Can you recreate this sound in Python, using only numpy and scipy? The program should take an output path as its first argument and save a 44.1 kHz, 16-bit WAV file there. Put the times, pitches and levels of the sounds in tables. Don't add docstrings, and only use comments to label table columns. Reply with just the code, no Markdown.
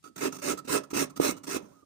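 import sys
import numpy as np
from scipy import signal
from scipy.fft import rfft, irfft
from scipy.io import wavfile
from scipy.ndimage import uniform_filter1d

SR = 44100
rng = np.random.default_rng(int(sys.argv[2]) if len(sys.argv) > 2 else 0)


def linear_from_db(decibels):
    return 10 ** (np.asarray(decibels, float) / 20)


def log_audio(samples):
    frames = np.atleast_2d(samples).T
    limited = np.clip(frames, -1, 1)
    pcm = np.round(limited * 32767).astype(np.int16)
    wavfile.write(sys.argv[1], SR, pcm)


N = 81585
T = np.arange(N) / SR

# f/Hz, density/dB
AIR_SPECTRUM = [(30, -4), (80, 12), (160, 8.5), (300, -7), (680, -14), (4100, -11), (9000, -10.5),
                (12000, -21)]
# f/Hz, t60/s
ROOM_T60 = [(100, 0.38), (400, 0.27), (1300, 0.27), (5000, 0.21), (12000, 0.089)]
# start/s, length/s, from/Hz, to/Hz, level/dB
CREAKS = [
    (1.111, .05, 940, 1210, -64),
    (1.39, 0.041, 1003, 1205, -67),
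    (1.716, .016, 960, 1020, -65),
    (1.727, .022, 1030, 1255, -67),
    (1.742, .09, 1258, 1232, -65.5),
    (1.822, .023, 1220, 1180, -61),
]
# t/s, level/dB, f/Hz, t60/s
SHELL_KNOCKS = [(.041, -46, 300, .05), (.062, -47, 330, .05), (.078, -48, 260, .05), (.098, -49, 300, .05),
                (.113, -52, 240, .05), (.209, -34, 320, .04), (.649, -41, 260, .06), (.68, -34, 280, .04),
                (.931, -22.5, 300, .03), (1.199, -5.5, 345, 0.019), (1.205, -16, 300, .024),
                (1.212, -20, 290, .03), (1.479, -33, 290, .06), (1.63, -41, 200, .05),
                (1.714, -51, 190, .05), (1.829, -50, 300, 0.04)]
# t/s, level/dB, f/Hz
STOOL_JOLTS = [(0.219, -31.5, 360), (0.229, -28, 342), (0.254, -25, 392), (0.267, -27, 359),
               (0.277, -31, 340), (0.448, -34.5, 340), (0.464, -33.2, 312), (0.482, -36.7, 380),
               (0.494, -29.5, 334), (0.51, -35.5, 380), (0.519, -30, 308), (0.533, -30, 285),
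               (0.701, -26.5, 312), (0.717, -26.5, 366), (0.738, -29.5, 408), (0.747, -20.5, 393),
               (0.757, -24.5, 410), (0.766, -27, 335), (0.93, -38.5, 322), (0.948, -31, 340),
               (0.961, -25, 293), (0.976, -37, 302), (0.995, -33.5, 348), (1.011, -25.5, 308),
               (1.023, -28.4, 365), (1.223, -27, 368), (1.245, -30, 440), (1.262, -25.5, 334),
               (1.289, -22.5, 305), (1.318, -32.5, 303), (1.498, -46, 343), (1.531, -36.6, 316),
               (1.545, -32, 368), (1.563, -26, 303)]
# t/s, level/dB, f/Hz
SHELL_PINGS = [(0.256, -30.5, 1235), (0.475, -30, 1287), (0.491, -29, 1313), (0.516, -31, 1270),
               (0.578, -39, 1282), (0.692, -29.5, 1025), (0.715, -38, 1260), (0.733, -36, 1310),
               (0.752, -44, 1210), (0.766, -40, 1178), (0.962, -40, 1257), (0.976, -45, 1226),
               (1.011, -47, 1260), (1.021, -46, 1190), (1.031, -33, 1096), (1.213, -35, 1214),
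               (1.223, -34, 1270), (1.241, -44, 1150), (1.255, -52, 1281), (1.266, -43, 1179),
               (1.284, -45, 1170), (1.294, -33, 1210), (1.547, -35, 1250), (1.558, -38.5, 1055)]
# t/s, level/dB, f/Hz
BLADE_RINGS = [
    (1.325, -57.5, 2911),
]
# f/Hz, width/Hz, right level/dB, left level/dB, extra when dragged/dB
MODES = [(146.7, 20, 6, 6, 8.5), (192, 24, 5.5, 0.5, 14.5), (281, 49.4, 18.5, 19, 1.5),
         (399, 58.7, 15, 16.5, -2.5), (591, 65, 8, 2.5, -9), (950, 98, 1, 10, -4), (1306, 108, 7.5, 3.5, 8),
         (1723, 190, 3, 10, -4), (2116, 180, 4, 3.5, -25), (2582, 165, 7.5, 5.5, -19),
         (4594, 76, -2.5, -21, 15), (6334, 560, 5, 7.5, 3), (9030, 840, 6.5, -4.5, -2),
         (15060, 1730, 13.5, 5.5, 1)]
# f/Hz, level/dB
TEAR_SPECTRUM = [(40, -21), (100, -7), (600, 3), (2400, -3.5), (3300, -7.5), (5500, -3.5), (10000, -6.5),
                 (13500, -19.5)]
# f/Hz, level/dB
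LEFT_TILT = [(60, -4), (400, -6), (1200, -11), (2000, -5.5), (3500, 0.8), (6500, -8), (9500, -8),
             (13000, -25.5)]
# f/Hz, correlation/1
PORT_LIKENESS = [(60, 0.97), (400, 0.95), (700, 0.83), (2000, 0.65), (4000, 0.32), (8000, 0.32)]
# middle/s, length/s, f/Hz, width/Hz
BAND_SHADES = [(0.2, 0.026, 3600, 200), (.25, .04, 4400, 120), (0.454, 0.065, 3330, 250),
               (0.706, .09, 3430, 200), (0.71, 0.028, 4450, 120), (.865, .04, 3320, 200),
               (0.955, 0.061, 3530, 130), (1.465, 0.073, 3900, 150)]
# start/s, length/s, level/dB, sag/dB, hollow ring/dB
LIGHT_DRAGS = [(0.023, 0.0094, -62.5, -4, -1), (0.034, 0.052, -53.5, -5, 9), (0.156, 0.0087, -43, 1, -18),
               (0.173, 0.026, -43.5, 0, -16), (0.318, 0.052, -44, -2, 2.5), (0.381, 0.023, -47, -6, -2),
               (0.57, 0.023, -41, -4.5, 6.5), (0.643, 0.025, -51, -7.5, -14), (0.83, 0.012, -49.5, -1, 9.5),
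               (0.899, 0.015, -47, 2.5, -3), (1.093, 0.013, -49.5, -4.5, 7.5),
               (1.157, 0.019, -44, 1.5, -0.5), (1.361, 0.024, -50.5, -4.5, 5), (1.43, 0.021, -47, -1.5, 2),
               (1.616, 0.2, -66.5, -6.5, -20)]
# start/s, top/s, lift/s, top level/dB, bite below top/dB
PUSHES = [
    (0.202, 0.253, 0.28, -32, -4),
    (0.414, 0.499, 0.53, -30, -11),
    (0.671, 0.73, 0.78, -27, -14.5),
    (0.931, 0.992, 1.0383, -28, -10.5),
    (1.193, 1.246, 1.3117, -28, -13.5),
    (1.465, 1.563, 1.573, -32, -7.5),
]
PUSH_LEAN_DB = [-3.5, -4.5, -5, -5.5, -7, -6.5]
PUSH_LINGER_DB = [6, 6, 3, 3, 6, 13]
PUSH_SHARP_DB = [-0.5, 1.5, -2, 0.5, .5, -1]

FFT_SIZE, TAP_GRID, TAPS = 2 ** 17, 2 ** 14, 4096
AIR_DB, ROOM_DB = -78, -20.5
STOOL_HZ, STOOL_DB, STOOL_T60_S = 246, -4, 0.3
RUMBLE_HZ, RUMBLE_DB, RUMBLE_T60_S = 150, -8, 1
JOLT_DB, JOLT_RISE_S, JOLT_T60_S = 7, 0.0023, 0.035
OVERTONE_RATIO, OVERTONE_DB = 1.59, -7.5
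PING_DB, PING_RISE_S, PING_T60_S = 2, 0.005, 0.048
BLADE_RISE_S, BLADE_T60_S = 0.005, 0.26
HOLLOW_MODE = 6
NOTCH_HZ, NOTCH_WIDTH_HZ, NOTCH_DEPTH = 3360, 78, 0.16
CLICKS_PER_S, CLICK_SPREAD_DB = 12000, 3
CHATTER_HZ, CHATTER_DB, BODY_CHATTER_DB, DRAG_CHATTER_DB = 164, 0.78, 2, 1.5
SCATTER_DB, SCATTER_S = -3, 0.0078
ROLL_DB, ROLL_BINS, ROLL_FRAMES, SHADE_DB = 2, 4, 16, -32
DRAG_RISE_S, DRAG_FALL_DB_PER_S = 0.0074, 1193
DRAG_SETTLE_DB, DRAG_SETTLE_DB_PER_S = -7.5, 275
BITE_S, LIFT_DROP_DB, LIFT_DB_PER_S = 0.009, -5, 731
BODY_HZ, BODY_POWER = 738, 0.93
BRIGHT_HZ, BRIGHT_POWER = 4850, 1.27
SETTLE_HZ, SETTLE_DB, SETTLE_DB_PER_S, SHREDS_DB = 1170, -26.5, 101, -21
PORT_LAG_SAMPLES = 34
GATE_FROM_HZ, GATE_DB, GATE_OTHER_DB = 2600, -7.5, -17.5
MIC_DB, MIC_LOW_HZ, EDGE_HZ = 6, 55, 15560


def evened(x):
    return x / np.sqrt(np.mean(x ** 2) + 1e-20)


def read(points, hz):
    f, value = np.transpose(points)
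    return np.interp(np.log(hz + 1), np.log(f + 1), value)


def tint(x, gain):
    return irfft(rfft(x, FFT_SIZE) * gain(np.fft.rfftfreq(FFT_SIZE, 1 / SR)), FFT_SIZE)[..., :N]


def lowpass(edge_hz, order):
    return lambda hz: 1 / (1 + (hz / edge_hz) ** order)


def causal(gain):
    cepstrum = irfft(np.log(gain + 1e-5))
    half = len(cepstrum) // 2
    cepstrum[1:half] *= 2
    cepstrum[half + 1:] = 0
    return irfft(np.exp(rfft(cepstrum)))[:TAPS]


def chatter():
    return evened(tint(rng.standard_normal(N), lambda hz: (hz > 25) / (1 + (hz / CHATTER_HZ) ** 2)))


def air():
    noise = rng.standard_normal((2, N))
    return linear_from_db(AIR_DB) * evened(tint(noise, lambda hz: linear_from_db(read(AIR_SPECTRUM, hz)) * (hz > 20)))


def room(x):
    size = (2, SR // 2)
    taps = rng.choice([-1., 1.], size) * (rng.random(size) < .06) * (np.arange(SR // 2) > 300)
    hz, t, z = signal.stft(taps, SR, nperseg=256)
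    decay = linear_from_db(-60 * t / read(ROOM_T60, hz)[:, None])
    tail = signal.istft(z * decay, SR, nperseg=256)[1]
    return linear_from_db(ROOM_DB) * signal.fftconvolve(x, tail / np.linalg.norm(tail[0]), axes=1)[:, :N]


def boom(x, cut_hz, db, t60_s):
    tail = rng.standard_normal(SR) * linear_from_db(-60 * T[:SR] / t60_s)
    tail = tail[None] / np.linalg.norm(tail)
    return linear_from_db(db) * signal.fftconvolve(tint(x, lowpass(cut_hz, 6)), tail, axes=1)[:, :N]


def scatter(x):
    t = np.arange(TAPS) / SR
    sparse = rng.random((2, TAPS)) < .05
    taps = rng.standard_normal((2, TAPS)) * sparse * linear_from_db(-60 * t / (2.3 * SCATTER_S))
    taps = np.diff(taps, prepend=0, axis=1) + 0.56 * taps
    taps = taps / np.linalg.norm(taps, axis=1, keepdims=True)
    return x + linear_from_db(SCATTER_DB) * signal.fftconvolve(x, taps, axes=1)[:, :N]


def rolled(x):
    hz, t, z = signal.stft(x, SR, nperseg=512, noverlap=384)
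    field = rng.standard_normal((len(t), len(hz)))
    for _ in range(2):
        field = uniform_filter1d(field, ROLL_FRAMES, axis=0)
        field = uniform_filter1d(field, ROLL_BINS, axis=1)
    above_body = np.clip(hz / 1500, 0, 1)[:, None]
    z = z * linear_from_db(ROLL_DB * evened(field).T * above_body)
    for middle, length, f, width in BAND_SHADES:
        in_band = (2 * (hz[:, None] - f) / width) ** 4
        in_time = (2 * (t - middle) / length) ** 4
        z = z * linear_from_db(SHADE_DB * np.exp(-in_band - in_time))
    return signal.istft(z, SR, nperseg=512, noverlap=384)[1][:, :N]


def squeak():
    out, shake = np.zeros(N), linear_from_db(0.63 * chatter())
    waver_hz = 6 * evened(uniform_filter1d(rng.standard_normal(N), size=200))
    for start, length, from_hz, to_hz, db in CREAKS:
        u = np.clip((T - start) / length, 0, 1)
        swell = np.sin(np.pi * u ** .7) ** 1.2
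        hz = from_hz + (to_hz - from_hz) * u + waver_hz
        out += linear_from_db(db) * swell * np.sin(2 * np.pi * np.cumsum(hz) / SR)
    return out * shake * linear_from_db([[-9], [0]])


def knocks():
    out = np.zeros(N)
    for start, db, hz, t60_s in SHELL_KNOCKS:
        t = np.maximum(T - start, 0)
        onset = 1 - np.exp(-(t / 0.0012) ** 2)
        bent_t = t + 0.0011 * (1 - np.exp(-t / 0.0011))
        out += linear_from_db(db - 60 * t / t60_s) * onset * np.sin(2 * np.pi * hz * bent_t)
    return out * linear_from_db([[-6.5], [0]])


def catches(rows, level_db, rise_s, t60_s, ratio=1):
    out = np.zeros(N)
    for start, db, hz in rows:
        t = np.maximum(T - start, 0)
        onset = 1 - np.exp(-(t / rise_s) ** 2)
        out += linear_from_db(level_db + db - 60 * t / t60_s) * onset * np.sin(2 * np.pi * ratio * hz * t)
    return out * linear_from_db([[-8], [0]])


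def jolts():
    main = catches(STOOL_JOLTS, JOLT_DB, JOLT_RISE_S, JOLT_T60_S)
    return main + catches(STOOL_JOLTS, JOLT_DB + OVERTONE_DB, JOLT_RISE_S, JOLT_T60_S, OVERTONE_RATIO)


def pings():
    return catches(SHELL_PINGS, PING_DB, PING_RISE_S, PING_T60_S)


def blade_ring():
    return catches(BLADE_RINGS, 0, BLADE_RISE_S, BLADE_T60_S) * linear_from_db(2 * chatter())


def clicks(level):
    size_db = CLICK_SPREAD_DB * np.minimum(rng.exponential(1, (2, N)), 4.1)
    sign = rng.choice([-1, 1], (2, N))
    present = rng.random((2, N)) < CLICKS_PER_S / SR
    a, b = evened(linear_from_db(size_db) * sign * present) * level
    same = lambda hz: np.clip(read(PORT_LIKENESS, hz), 0, 1)
    left = tint(a, same) + tint(b, lambda hz: np.sqrt(1 - same(hz) ** 2))
    return np.array([left, a])


def body(side, dragged, hollow_only=False):
    hz = np.fft.rfftfreq(TAP_GRID, 1 / SR)
    power = np.ones(len(hz)) * (not hollow_only)
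    for f, width, right_db, left_db, drag_db in [MODES[HOLLOW_MODE]] if hollow_only else MODES:
        mode_db = (left_db, right_db)[side] + dragged * drag_db
        power = power + linear_from_db(2 * mode_db) / (1 + (2 * (hz - f) / width) ** 2) ** 1.517
    shade = 1 - NOTCH_DEPTH / (1 + (2 * (hz - NOTCH_HZ) / NOTCH_WIDTH_HZ) ** 2)
    tilt_db = read(TEAR_SPECTRUM, hz) + (1 - side) * read(LEFT_TILT, hz)
    return causal(shade * np.sqrt(power) * linear_from_db(tilt_db))


def ring(drive, *how):
    return np.array([signal.oaconvolve(drive[side], body(side, *how))[:N] for side in range(2)])


def drags():
    level, hollow, settle = np.zeros((3, N))
    for start, length, db, sag_db, ring_db in LIGHT_DRAGS:
        after = np.maximum(T - start - length, 0)
        rise = np.clip((T - start) / DRAG_RISE_S, 0, 1) ** 2
        held = linear_from_db(db + sag_db * np.clip((T - start) / length, 0, 1)) * rise
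        one = held * linear_from_db(-DRAG_FALL_DB_PER_S * after)
        level += one
        hollow += one * (linear_from_db(ring_db) - 1)
        takeover = np.minimum(after * DRAG_FALL_DB_PER_S / 10, 1)
        settle += held * linear_from_db(DRAG_SETTLE_DB - DRAG_SETTLE_DB_PER_S * after) * takeover
    drive = clicks(linear_from_db(DRAG_CHATTER_DB * chatter()))
    lows = tint(drive * settle, lowpass(BODY_HZ, 6))
    return ring(drive * level + lows, 1) + ring(drive * hollow, 0.97, True)


def pushes():
    db, weight, settle, sharp_db = np.full(N, -140.), np.zeros(N), np.zeros(N), np.zeros(N)
    for push, lean_db, linger_db, edge_db in zip(PUSHES, PUSH_LEAN_DB, PUSH_LINGER_DB, PUSH_SHARP_DB):
        start, top, lift, top_db, bite_db = push
        sharp_db = np.where(T > start, edge_db, sharp_db)
        to_top = np.clip((top - T) / (top - start), 0, 1)
        past_top = np.clip((T - top) / (lift - top), 0, 1)
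        one = top_db + bite_db * to_top ** 1.37 + LIFT_DROP_DB * past_top ** 2
        one = one - LIFT_DB_PER_S * np.maximum(T - lift, 0)
        one = one + 20 * np.log10(np.clip((T - start) / BITE_S, 1e-6, 1))
        db = np.maximum(db, one)
        weight += linear_from_db(BODY_POWER * (one + 32.0) - 26.5 + lean_db)
        settle += (T > top) * linear_from_db(top_db + SETTLE_DB + linger_db - SETTLE_DB_PER_S * abs(T - lift))
    low, below_treble = lowpass(BODY_HZ, 6), lowpass(BRIGHT_HZ, 3)
    tear = clicks(linear_from_db(db + CHATTER_DB * chatter()))
    rock = clicks(linear_from_db(BODY_CHATTER_DB * chatter()))
    deep = tint(rock * weight, low)
    settling = tint(rock * settle, lambda hz: lowpass(SETTLE_HZ, 8)(hz) + linear_from_db(SHREDS_DB))
    middle = tint(tear, lambda hz: (1 - low(hz)) * below_treble(hz))
    bright_db = sharp_db + (BRIGHT_POWER - 1) * np.maximum(db + 26.5, -25)
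    fizz = tint(tear * linear_from_db(bright_db), lambda hz: 1 - below_treble(hz))
    return ring(deep + settling + middle + fizz, 0)


def scene():
    near = scatter(rolled(pushes() + drags())) + knocks() + squeak()
    near = near + jolts() + pings() + blade_ring()
    near = np.array([np.roll(near[0], -PORT_LAG_SAMPLES), near[1]])
    floor = boom(near, STOOL_HZ, STOOL_DB, STOOL_T60_S) + boom(near, RUMBLE_HZ, RUMBLE_DB, RUMBLE_T60_S)
    return near + floor + room(near) + air()


def gate(x):
    hz, t, z = signal.stft(x, SR, nperseg=2048, noverlap=1536)
    power = uniform_filter1d(abs(z) ** 2, size=3, axis=2)
    wide = uniform_filter1d(power, size=90, axis=1)
    narrow = uniform_filter1d(power, size=7, axis=1)
    weak = narrow < linear_from_db(2 * GATE_DB) * (wide + linear_from_db(2 * GATE_OTHER_DB) * wide[::-1])
    z = z * ~(weak & (hz > GATE_FROM_HZ)[:, None])
    return signal.istft(z, SR, nperseg=2048, noverlap=1536)[1][:, :N]


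def low_pass(x):
    return signal.sosfilt(signal.butter(12, 16390, fs=SR, output="sos"), x)


def record(dry):
    band = lambda hz: lowpass(EDGE_HZ, 300)(hz) * hz ** 3 / (hz ** 3 + MIC_LOW_HZ ** 3)
    mix = linear_from_db(MIC_DB) * tint(gate(dry), band)
    return low_pass(mix)


dry = scene()
out = record(dry)
log_audio(out)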